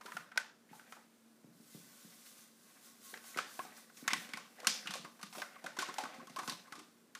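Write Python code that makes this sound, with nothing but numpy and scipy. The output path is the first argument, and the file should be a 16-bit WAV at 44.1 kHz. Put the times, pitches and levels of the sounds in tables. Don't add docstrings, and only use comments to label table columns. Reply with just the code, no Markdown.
import sys
import numpy as np
from scipy import signal
from scipy.fft import rfft, irfft
from scipy.io import wavfile

SR = 44100
rng = np.random.default_rng(int(sys.argv[2]) if len(sys.argv) > 2 else 0)


def file_out(sig):
    cols = np.atleast_2d(sig).T
    lim = np.clip(cols, -1, 1)
    pcm = np.round(lim * 32767).astype(np.int16)
    wavfile.write(sys.argv[1], SR, pcm)


def how_loud(loudness_db):
    steps = np.asarray(loudness_db, float) / 20
    return 10 ** steps


N = 317079


def rms_one(x):
    return x / np.sqrt(np.mean(x ** 2) + 1e-20)


def at_hz(points, hz):
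    table_hz, values = np.transpose(points)
    return np.interp(np.log(hz + 1), np.log(table_hz), values)


def along(rows):
    return np.interp(np.arange(N) / SR, *np.transpose(rows))


def coloured(x, spectrum):
    size = 4096
    gain = how_loud(at_hz(spectrum, np.arange(size // 2 + 1) * SR / size))
    cepstrum = irfft(np.log(gain))
    cepstrum[1:size // 2] *= 2
    cepstrum[size // 2 + 1:] = 0
    taps = irfft(np.exp(rfft(cepstrum)))
    return signal.fftconvolve(x, taps / np.sqrt(np.sum(taps ** 2)))[:len(x)]


def resonance(x, hz, width_hz):
    r = np.exp(-np.pi * width_hz / SR)
    feed = np.array([1, 0, -1]) * (1 - r * r) / 2
    return signal.lfilter(feed, [1, -2 * r * np.cos(2 * np.pi * hz / SR), r * r], x)


def drift(rate_hz):
    r = np.exp(-2 * np.pi * rate_hz / SR)
    wander = signal.lfilter([1], [1, -2 * r, r * r], rng.standard_normal(N + SR))
    return rms_one(wander[SR:])


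def grains(per_s, spread_db):
    sizes = how_loud(spread_db * np.minimum(rng.exponential(1, N), 4)) * rng.choice([-1, 1], N)
    return rms_one(sizes * (rng.random(N) < per_s / SR))


def surges(rows, rise_db_per_s, fall_db_per_s, rest):
    t = np.arange(0, N / SR, 1e-3)
    power = how_loud(2 * np.interp(t, *np.transpose(rest)))
    for start, db, hold in rows:
        rise = rise_db_per_s * np.maximum(start - t, 0)
        fall = fall_db_per_s * np.maximum(t - start - hold, 0)
        power = power + how_loud(2 * (db - rise - fall))
    return along(np.transpose([t, 10 * np.log10(power)]))


def creases(sharpness=6.3, ring_db=-1, crack_db=5, body=0.23):
    # (time [s], peak [dB], panel pitch [Hz], crack relative to ring [dB], room [dB])
    opening = [
        (0.119, -35, 1300, -23, -2),
        (0.167, -28.5, 1380, -18.5, -4.5),
        (0.358, -43.5, 880, -30, 6),
        (0.374, -21, 1530, -5.5, -9.5),
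        (0.69, -56.5, 1940, -23, 9.5),
        (0.794, -43.5, 1370, -36, -2),
        (0.922, -38, 1310, -13.5, -2),
    ]
    shaking = [
        (3.139, -33, 1630, -39, -2),
        (3.174, -44.5, 1330, -5.5, -13),
        (3.344, -41, 1900, -19, 0),
        (3.36, -40.5, 1080, -13, 8.5),
        (3.373, -31.5, 1620, -7, 5.5),
        (3.387, -22.5, 1330, -18, -7.5),
        (3.592, -29, 1120, -37, -6),
        (3.651, -44.5, 670, -8, -1.5),
        (3.898, -51.5, 1470, -26, -20.5),
    ]
    squeezing = [(4.078, -22.5, 1870, -4.5, -4), (4.105, -23.5, 2040, -32, 1),
                 (4.133, -23.5, 1930, -1, -5.5), (4.149, -42, 1740, -28, -10), (4.29, -49.5, 1970, -0.5, 4),
                 (4.335, -31, 2130, -12.5, -1.5), (4.372, -34, 1125, -7, 0), (4.601, -43.5, 641, -3.5, -6),
                 (4.646, -34, 1275, -14.5, 2), (4.67, -19, 4940, -1.5, -2), (4.702, -41, 4500, -23, -7),
                 (4.858, -41.5, 1420, -18, 10.5), (4.872, -30, 2820, -20, -1.5), (4.907, -39, 1200, 2, 1.5),
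                 (4.938, -38, 1150, 5.5, 1.1), (5.047, -39, 1110, -13, 0), (5.213, -51, 1100, 1, 5),
                 (5.229, -41, 1190, 1.5, -2), (5.327, -51.5, 1030, 2.5, 7.5)]
    kneading = [(5.418, -28.5, 1396, -16, -4), (5.558, -43.5, 1190, -40, -6), (5.641, -38.5, 636, -11, 2),
                (5.662, -35.5, 1460, -6, -1.5), (5.788, -35.5, 1510, 3.5, 4), (5.822, -31, 1060, -6, -5),
                (5.886, -35, 1034, -14, -14), (5.94, -46, 1090, 2, -7), (5.983, -29, 822, -5.5, 0.5),
                (6.036, -37.5, 1180, -6, -7), (6.142, -49.5, 744, -6.5, 6.5), (6.271, -49, 1100, -3.5, -2),
                (6.296, -54, 660, 5, 3), (6.361, -35.5, 1070, -8.5, 3), (6.476, -36.5, 1060, -0.5, 2.5),
                (6.496, -29, 3900, -9, -5.5), (6.521, -40.5, 1040, -3.5, -4), (6.671, -55, 1060, -8, 5.5),
                (6.723, -39.5, 1170, -7.5, -1), (6.753, -48.5, 1210, -1, 5), (7.15, -41, 1420, 0, -2)]
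    # (time [s], peak [dB], panel pitch [Hz], crack relative to ring [dB])
    crumples = [(0.009, -40, 1110, -17.5), (0.057, -41, 1420, -9), (0.077, -44, 1000, -39),
                (0.193, -44, 1670, -36), (0.315, -42.5, 1400, -51), (0.728, -44.5, 860, -30),
                (0.964, -47.5, 855, -36), (2.26, -58, 3840, 0), (3.237, -50.5, 1090, -7),
                (3.764, -53, 4970, -3), (3.968, -49.5, 5860, -5), (4.584, -51, 610, -14),
                (4.628, -40, 544, -19), (4.952, -37, 532, -5.5), (5.191, -50.5, 1120, -13),
                (5.349, -41.5, 1100, -15), (5.379, -37.5, 626, -4.5), (5.396, -47, 720, 1.5),
                (5.766, -38, 1090, -9.5), (6.004, -51, 660, 5), (6.049, -36.5, 1160, -31),
                (6.09, -47, 1130, -17), (6.194, -44, 1090, -26), (6.224, -52, 670, -28),
                (6.386, -31, 1110, -10), (6.429, -40.5, 1090, -12), (6.79, -52.5, 1130, 3)]
    actions = {"opening": (0.0055, 0.32), "shaking": (0.0045, 0.095), "squeezing": (0.0056, 0.059),
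               "kneading": (0.0076, 0.094), "crumpling": (0.011, 0.37)}
    # (frequency [Hz], level [dB per Hz])
    crack_colour = [(300, -18.5), (1000, -6), (2000, -1), (3200, -1.5), (5200, -2), (7000, -6),
                    (10000, -10), (15500, -23.5)]

    crumples = [(*row, -1.5) for row in crumples]
    tables = [opening, shaking, squeezing, kneading, crumples]
    rows = [(*row, *way) for table, way in zip(tables, actions.values()) for row in table]
    size = 3072
    t = np.arange(size) / SR
    ring, crack = np.zeros((2, N + size)), np.zeros((2, N + size))
    noises = rng.standard_normal((len(rows), size))
    for (start, peak_db, hz, bright_db, room_db, length, rise), noise in zip(rows, noises):
        swell = np.minimum(t / (rise * length), 1)
        decay = np.exp(-(t / length) ** 2) + 0.65 * np.exp(-5.0 * t / length)
        burst = slips(noise, swell * (decay + aftermath(t)))
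        modes = signal.butter(2, [0.45 * hz, min(1.6 * hz, 7000)], "band", fs=SR)
        tone = resonance(burst, hz, hz / sharpness) + body * signal.lfilter(*modes, burst)
        tone[1] *= np.linalg.norm(tone[0]) / np.linalg.norm(tone[1])
        i = round(start * SR)
        ways = how_loud(peak_db + np.array([[0], [room_db]]))
        ring[:, i:i + size] += ways * how_loud(ring_db) * tone / np.max(np.abs(tone[0]))
        crack[:, i:i + size] += ways * how_loud(bright_db + crack_db) * burst
    panels = signal.sosfilt(signal.butter(2, 350, "high", fs=SR, output="sos"), ring[:, :N])
    return panels + [coloured(x[:N], crack_colour) for x in crack]


def slips(noise, envelope):
    burst = noise * envelope / np.max(np.abs(noise * envelope))
    tones = rfft(burst)
    return np.array([burst, irfft(tones / np.abs(tones)) * np.linalg.norm(burst)])


def aftermath(t):
    per_s, level_db, fade_s, tick_s = 140, -13.5, 0.0324, 0.0013
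    chance, size = rng.random((2, len(t)))
    ticks = signal.lfilter([1], [1, -np.exp(-1 / (tick_s * SR))], (chance < per_s / SR) * size)
    return how_loud(level_db) * ticks * np.exp(-t / fade_s)


def rustle(sharpness=7.6, plain=0.5):
    # (time [s], rustle level [dB], hold [s])
    grips = [(0.0, -47.5, 0.023), (0.88, -56.5, 0.03), (1.85, -62.5, 0.49), (2.7, -64.5, 0.5),
             (3.28, -54, 0.51), (4.08, -45.5, 0.15), (4.64, -45, 0.093), (5.38, -54.5, 0.3),
             (5.87, -42, 0.032), (6.05, -48.5, 0.057), (6.49, -53.5, 0.11)]
    # (frequency [Hz], level [dB per Hz])
    film_colour = [(250, -41.5), (500, 9.5), (1100, 1), (2000, 6), (3200, -8), (5500, -17), (12000, -39)]
    clicks = grains(450 * how_loud(5.5 * drift(25)), spread_db=2.5)
    pitches = np.geomspace(500, 9000, 16)
    dealt = rng.integers(0, len(pitches), N)
    rings = 0
    for k, hz in enumerate(pitches):
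        patch = clicks * (dealt == k) + 1e-18
        rings = rings + resonance(patch, hz, hz / sharpness) * np.sqrt(hz)
    film = rms_one(coloured(rms_one(rings) + plain * clicks, film_colour))
    level_db = surges(grips, rise_db_per_s=144, fall_db_per_s=57, rest=[(0, -79)])
    return how_loud(level_db - 13.5) * film


def powder():
    # (time [s], hiss level [dB])
    flow = [(0.0, -88), (0.6, -78.5), (1.5, -76.5), (1.72, -64), (2.2, -64), (2.52, -72.5), (2.7, -66.5),
            (3.0, -72), (4.3, -75), (4.6, -68.5), (4.9, -71), (6.5, -73.5), (7.19, -76.5)]
    # (time [s], hiss level [dB], hold [s])
    puffs = [(0.06, -64.5, 0.01), (0.14, -61.5, 0.013), (0.755, -63.5, 0.0067), (0.91, -66.5, 0.016),
             (1.75, -62.5, 0.005), (2.27, -60, 0.0074), (2.38, -62, 0.024), (2.85, -61, 0.014),
             (3.05, -57.5, 0.066), (3.26, -57, 0.046), (3.5, -59, 0.13), (3.77, -61, 0.0067),
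             (3.98, -60, 0.015), (4.16, -58.5, 0.063), (4.36, -73, 0.023), (4.79, -65.5, 0.03),
             (5.36, -55.5, 0.011), (5.95, -64.5, 0.03), (6.45, -60, 0.036)]
    # (frequency [Hz], level [dB per Hz])
    hiss_colour = [(530, -19.5), (900, -25), (1120, -4), (2140, -8.5), (3860, -1), (9650, 0), (14700, -4),
                   (15400, 5.5), (16000, -68)]
    level_db = surges(puffs, rise_db_per_s=250, fall_db_per_s=140, rest=flow) + 0.43 * drift(1.6)
    return how_loud(level_db) * coloured(grains(9000, spread_db=3.0), hiss_colour)


def knocks_and_thuds(edge=1.0):
    # (time [s], peak [dB], pitch [Hz])
    knocks = [(0.147, -44.5, 162), (0.713, -46, 190), (1.444, -43, 184), (1.748, -38, 163),
              (2.048, -45, 168), (3.363, -34.5, 400), (3.59, -41.5, 367), (3.651, -46, 393),
              (4.183, -46, 240), (4.854, -45.5, 236), (5.373, -40.5, 343), (5.643, -39.5, 335),
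              (5.887, -39, 358), (6.481, -35.5, 222), (6.721, -47.5, 237)]
    # (time [s], peak [dB], pitch [Hz])
    thuds = [(0.054, -46.5, 437), (1.55, -57, 178), (1.6, -50, 226), (2.998, -58, 224), (3.133, -47, 463),
             (4.026, -42, 245), (4.076, -47, 198), (4.128, -38, 229), (4.29, -50, 256), (4.34, -45, 220),
             (4.669, -41.5, 213), (4.892, -45.5, 194), (4.994, -48, 159), (5.046, -48, 345),
             (5.234, -45.5, 213), (5.785, -39, 338), (5.983, -56, 318), (6.035, -41.5, 298),
             (6.183, -45.5, 235), (6.225, -50, 368), (6.301, -47.5, 202), (6.384, -44, 337),
             (6.425, -53, 221), (6.781, -46.5, 337)]
    size = 3000
    out, t = np.zeros(N + size), np.arange(size) / SR
    for blows, cycles in [(knocks, 1.9), (thuds, 4.8)]:
        for start, peak_db, hz in blows:
            i, turns = round(start * SR), t * hz
            push = how_loud(-30 * turns / cycles) * np.sin(2 * np.pi * turns)
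            overtone = how_loud(-45 * turns) * np.sin(2 * np.pi * 1.09 * turns)
            out[i:i + size] += how_loud(peak_db) * (push + edge * overtone)
    return out[:N]


def bowl(x, mix_db):
    # (frequency [Hz], width [Hz], level [dB])
    bands = [(741, 27, -2), (1090, 42, 4.5), (1518, 76, -4), (2040, 65, 2.5), (2620, 47, -11.5)]
    # (time [s], level [dB])
    over_bowl = [
        (0.0, -6),
        (1.2, -4),
        (1.7, -1),
        (7.19, 2),
    ]
    rings = 0
    for k, (hz, width_hz, db) in enumerate(bands):
        rings = rings + (-1) ** k * how_loud(db) * resonance(x, hz, width_hz)
    return x + how_loud(mix_db + along(over_bowl)) * rings


def kitchen(x, gap_s=0.0019):
    # (frequency [Hz], time to fall 60 dB [s])
    decay = [(300, 0.42), (800, 0.33), (2000, 0.3), (5500, 0.39), (12000, 0.19)]
    size = 22000
    t, tail = np.arange(size) / SR, 0
    for low in 100 * 2 ** np.arange(0, 7.4, .5):
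        band = signal.butter(2, [low, low * np.sqrt(2)], "band", fs=SR, output="sos")
        fade = how_loud(-60 * t / at_hz(decay, low * 2 ** (1 / 4)))
        tail = tail + signal.sosfilt(band, rng.standard_normal(size)) * fade
    tail = tail * how_loud(2.2 * drift(61)[:size])
    tail = tail * np.clip((t - gap_s) / 0.0027, 0, 1)
    return signal.fftconvolve(x, tail / np.sqrt(np.sum(tail ** 2)))[:N]


def background():
    # (frequency [Hz], level [dB per Hz])
    floor_colour = [(15, -73), (25, -60), (48, -30), (70, -36), (141, -16), (229, -5.5), (344, -12.5),
                    (659, -17), (754, -21), (1650, -21.5), (2050, -26), (3250, -29), (5880, -34.5),
                    (14400, -46), (16000, -24)]
    hum_hz, hum_db, waver_db = 229, -74.5, 2
    phase = 2 * np.pi * np.cumsum(hum_hz + 1.85 * drift(1.6)) / SR
    hum = how_loud(hum_db + waver_db * drift(1.7)) * np.sqrt(2) * np.sin(phase)
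    return how_loud(-68) * coloured(rng.standard_normal(N), floor_colour) + hum


def scene():
    near, around = creases() + rustle()
    rest = bowl(powder(), mix_db=9.5) + knocks_and_thuds()
    sent = bowl(around, mix_db=-18.0) + rest
    sway = np.pi * np.arange(N) / SR / 1.3
    room = kitchen(sent * np.cos(sway)) + kitchen(sent * np.sin(sway))
    handled = bowl(near, mix_db=4.5) + rest + how_loud(-3.5) * room
    thin = signal.sosfilt(signal.butter(6, 150, "high", fs=SR, output="sos"), handled)
    return (thin + background())[None]


def low_pass(x):
    return signal.sosfilt(signal.butter(12, 16480, fs=SR, output="sos"), x)


def record(dry):
    cut = signal.sosfiltfilt(signal.cheby2(10, 30, 15600, fs=SR, output="sos"), dry)
    mix = cut + how_loud(-26.5) * (dry - cut)
    return low_pass(mix)


dry = scene()
out = record(dry)
file_out(out)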